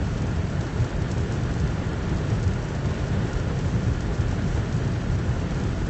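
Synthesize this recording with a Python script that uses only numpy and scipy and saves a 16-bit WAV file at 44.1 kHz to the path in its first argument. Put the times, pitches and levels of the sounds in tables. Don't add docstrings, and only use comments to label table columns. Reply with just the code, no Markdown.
import sys
import numpy as np
from scipy import signal
from scipy.fft import rfft, irfft, next_fast_len
from scipy.io import wavfile
from scipy.ndimage import uniform_filter1d

SR = 44100
rng = np.random.default_rng(int(sys.argv[2]) if len(sys.argv) > 2 else 0)


def to_linear_factor(level_db):
    exponent = np.asarray(level_db, float) / 20
    return 10 ** exponent


def output_pcm(signal):
    pcm = np.clip(np.atleast_2d(signal).T, -1, 1) * 32767
    wavfile.write(sys.argv[1], SR, np.round(pcm).astype(np.int16))


N = 259749


def rms_one(x):
    return x / np.sqrt(np.mean(x ** 2) + 1e-20)


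def drift(rate_hz):
    r = np.exp(-80 * np.pi * rate_hz / SR)
    chance = rng.standard_normal(N // 40 + 2002)
    slow = signal.lfilter([1], [1, -2 * r, r * r], chance)[2000:]
    return np.interp(np.arange(N) / 40, np.arange(len(slow)), rms_one(slow))


def colour(x, spectrum):
    size = next_fast_len(N)
    hz = np.maximum(np.arange(size // 2 + 1) * SR / size, 1)
    point_hz, point_db = np.array(spectrum, float).T
    gain_db = np.interp(np.log(hz), np.log(point_hz), point_db, left=-90, right=-90)
    return rms_one(irfft(rfft(x, size) * to_linear_factor(gain_db), size)[:N])


def resonate(x, modes):
    out = 0
    for k, (hz, width_hz, gain_db) in enumerate(modes):
        r = np.exp(-np.pi * width_hz / SR)
        b = [(1 - r * r) / 2, 0, (r * r - 1) / 2]
        a = [1, -2 * r * np.cos(2 * np.pi * hz / SR), r * r]
        out = out + (-1) ** k * to_linear_factor(gain_db) * signal.lfilter(b, a, x + 1e-18)
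    return out


def swells(s, heights, half_s):
    t = np.arange(0, N + 40, 40) / SR
    bells = np.exp(-((t[:, None] - s) / half_s) ** 2) @ heights
    return np.interp(np.arange(N) / SR, t, bells)


def shaken_level(rest_db, swell_power):
    return 10 * np.log10(to_linear_factor(2 * rest_db) + swell_power)


def body_mode(spectrum, level_db, span_s, firmness):
    x = colour(rng.standard_normal(N), spectrum)
    width = int(span_s * SR)
    chance_power = uniform_filter1d(uniform_filter1d(x ** 2, width), width) + 0.04
    return to_linear_factor(level_db) * rms_one(x / chance_power ** (firmness / 2))


def rumble():
    # frequency in Hz, density in dB per Hz
    throb_spectrum = [(15, -35.5), (25, -8), (32, -10), (43, 3), (55, 2.5), (66, -2.5), (80, -32)]
    boom_spectrum = [(50, -32.5), (62, -9), (72, -3.5), (92, 0), (110, -4.5), (122, -8.5), (145, -39)]
    drone_spectrum = [(95, -41), (112, -1), (135, -1.5), (160, -3.5), (190, -5.5), (215, -13.5), (260, -21),
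                      (340, -33.5)]
    # time in seconds, peak in dB
    buffets = [(.138, -33), (.741, -40), (.957, -29.5), (1.249, -37), (1.524, -30), (1.669, -29),
               (1.85, -31), (2.041, -32), (2.156, -28), (2.4, -29), (2.5, -31), (2.62, -32), (3.05, -30),
               (3.365, -27.5), (3.735, -34), (3.959, -33), (4.086, -28), (4.288, -27), (4.51, -28),
               (5.1, -27.5), (5.379, -32), (5.531, -29.5), (5.698, -30), (5.828, -26)]
    # time in seconds, peak in dB, sharpness from 0 to 1
    bumps = [(.036, -25, 0.087), (.238, -26.5, 1), (.39, -23.5, .1), (.59, -29, 0.41), (.81, -21.5, 0.015),
             (1.005, -28, 0.019), (1.191, -23, 0.11), (1.331, -30, 0.0067), (1.438, -29, .9),
             (1.64, -21.5, .6), (2.135, -26.5, .4), (2.33, -23, 0.33), (2.472, -21.5, 0.031),
             (2.884, -27, 0.53), (3.12, -24.5, 0.51), (3.202, -25, 0.68), (3.492, -27, 0.02),
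             (3.574, -27, 1), (3.673, -25, 0.42), (3.755, -24, 0.83), (3.9, -20.5, .1),
             (4.218, -24.5, 0.025), (4.31, -28, 0.28), (4.453, -23, 0.8), (4.57, -25, 0.026),
             (4.775, -25.5, 0.91), (4.882, -28, 1), (5.13, -26, 0), (5.299, -24.5, 0.0041),
             (5.637, -27.5, 0.31)]
    # time in seconds, half length in seconds, depth in dB
    lulls = [
        (0.696, 0.052, -4.5),
        (0.891, 0.027, -10.5),
        (1.927, 0.076, -1.5),
        (2.675, 0.079, -3.5),
        (2.946, 0.018, -6),
        (3.36, 0.023, -2.5),
        (5.01, 0.023, -2),
    ]
    buffet_half_s, bump_half_s = 0.028, 0.026

    s, half_s, depth_db = np.transpose(lulls)
    lull_db = swells(s, depth_db, half_s)
    s, peak_db = np.transpose(buffets)
    throb_db = shaken_level(-36 + lull_db, swells(s, to_linear_factor(2 * peak_db), buffet_half_s))
    s, peak_db, sharp = np.transpose(bumps)
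    power = to_linear_factor(2 * peak_db)
    boom_db = shaken_level(-31 + lull_db, swells(s, power * (1 - sharp), bump_half_s))
    drone_db = shaken_level(-29.5 + lull_db, swells(s, power * sharp, bump_half_s))

    throb = body_mode(throb_spectrum, throb_db, span_s=0.042, firmness=0.87)
    boom = body_mode(boom_spectrum, boom_db, span_s=0.067, firmness=0.63)
    drone = body_mode(drone_spectrum, drone_db, span_s=0.053, firmness=0.41)
    return throb + boom + drone


def downpour():
    # time in seconds, level in dB
    strength = [(0, -34.5), (.3, -34), (.65, -33.5), (1.3, -33.5), (2.0, -33.5), (2.27, -32.5),
                (2.58, -34.5), (3.0, -32.5), (3.35, -33), (3.95, -34.5), (4.2, -33.5), (4.65, -33.5),
                (5.13, -34), (5.58, -33.5), (5.89, -34)]
    s, level_db = np.transpose(strength)
    return np.interp(np.arange(N) / SR, s, level_db)


def impacts(per_s, spread_db):
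    sizes = to_linear_factor(spread_db * np.minimum(rng.exponential(1, N), 4)) * rng.choice([-1, 1], N)
    return sizes * (rng.random(N) < per_s / SR)


def roof(level_db):
    # frequency in Hz, density in dB per Hz
    roof_spectrum = [(130, -35.5), (220, -0.5), (366, -2), (509, -7), (682, -10), (746, -14), (837, -12.5),
                     (1040, -14.5), (1310, -16), (1430, -16), (2400, -22.5), (2980, -24), (4600, -31.5),
                     (5980, -64.5), (10100, -120)]
    # frequency in Hz, width in Hz, gain in dB
    panels = [(1410, 70, -8), (1782, 200, -13), (680, 40, -10.5), (841, 62, -13), (374.5, 40, -8),
              (3054, 300, -24.5), (2526, 110, -25)]
    hits = rms_one(impacts(per_s=9000, spread_db=1.5)) * to_linear_factor(0.46 * drift(14))
    ringing = to_linear_factor(15) * resonate(rms_one(hits[::-1]), panels)
    return to_linear_factor(level_db) * rms_one(colour(hits, roof_spectrum) + ringing)


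def cabin(hits, modes):
    t60_s, tail_db = 0.043, -17
    r = to_linear_factor(-2 * 60 / (t60_s * SR))
    delay = np.r_[np.zeros(24), 1]
    energy = signal.lfilter(delay, [1, -r], hits ** 2 + 1e-18)
    tail = to_linear_factor(tail_db) * np.sqrt(energy) * rng.standard_normal(N)
    return resonate(hits + tail, modes)


def windscreen(level_db):
    # time in seconds, peak in dB, low part in dB relative to the peak
    drops = [(0.178, -32, -1), (0.2184, -30.5, -6), (0.608, -28.5, 5), (0.8031, -32, -1), (0.843, -28, -6),
             (1.1133, -24, -11), (1.3219, -26, -20.5), (1.4335, -30, -2), (1.538, -30, -8),
             (1.5983, -27.5, -5), (1.6741, -30, 0), (2.0927, -30, -8), (2.2995, -29.5, -12),
             (2.4274, -27, -9), (2.4768, -29, -6), (2.6854, -33, -8), (2.8563, -27, -6.5), (3.331, -28, -6),
             (3.588, -28.5, -3), (4.0052, -27, -12), (4.2067, -30, -16), (4.311, -30, -13),
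             (4.4205, -34, -9), (4.555, -33, -4), (4.7247, -28.5, -3), (5.1866, -33, -1), (5.506, -31, -6),
             (5.6361, -29, -6), (5.671, -38, -2.5), (5.8631, -33, -6)]
    # frequency in Hz, width in Hz, gain in dB
    glass = [(4420, 1500, -1.5), (5780, 1080, 3.5), (7080, 2100, -1.5)]
    low_glass = [(3530, 370, 0)]

    clumps = to_linear_factor(3.2 * drift(8.1))
    small = cabin(impacts(per_s=900 * clumps, spread_db=2.5), glass)
    spray = resonate(rng.standard_normal(N), glass)
    patter = to_linear_factor(level_db) * rms_one(rms_one(small) + rms_one(spray))

    s, peak_db, low_db = np.transpose(drops)
    at = (s * SR).astype(int) + 40
    tick, thud = np.zeros(N), np.zeros(N)
    tick[at] = to_linear_factor(peak_db + 11.5)
    thud[at] = to_linear_factor(peak_db + 11 + low_db)

    middling_db, middling_low_db = -37, -11
    middling = to_linear_factor(middling_db + 14.5) * impacts(per_s=9, spread_db=1)
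    tick = tick + middling
    thud = thud + to_linear_factor(middling_low_db - 5.5) * middling
    return patter + cabin(tick, glass) + cabin(thud, low_glass)


def scene():
    roof_db = downpour()
    glass_db = -51.5 + 0.1 * (roof_db - roof_db.mean())
    return (rumble() + roof(roof_db) + windscreen(glass_db))[None]


def thin_out(x):
    weak_db, weak_from_hz = -6.5, 1800
    edge_hz, edge_spread_hz = 8120, 90
    lead = 1024 - 265
    hz, _, z = signal.stft(np.pad(x, (lead, 0)), SR, "cosine", 2048, 1024)
    power = uniform_filter1d(np.abs(z) ** 2, size=5, axis=0)
    usual = power.mean(axis=1, keepdims=True)
    weak = (power < to_linear_factor(2 * weak_db) * usual) & (hz[:, None] > weak_from_hz)
    weak = uniform_filter1d(weak * 1., size=5, axis=0) > 0.1
    top_hz = edge_hz + edge_spread_hz * rng.standard_normal(z.shape[1])
    kept = z * (~weak & (hz[:, None] < top_hz))
    return signal.istft(kept, SR, "cosine", 2048, 1024)[1][lead:lead + N]


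def low_pass(x):
    return signal.sosfilt(signal.butter(12, 8740, fs=SR, output="sos"), x)


def record(dry):
    cut = signal.cheby2(18, 60, 8640, fs=SR, output="sos")
    running = np.pad(dry, ((0, 0), (500, 0)), "reflect")
    narrow = signal.sosfilt(cut, running)[0, 500:]
    return low_pass(thin_out(narrow)[None])


dry = scene()
out = record(dry)
output_pcm(out)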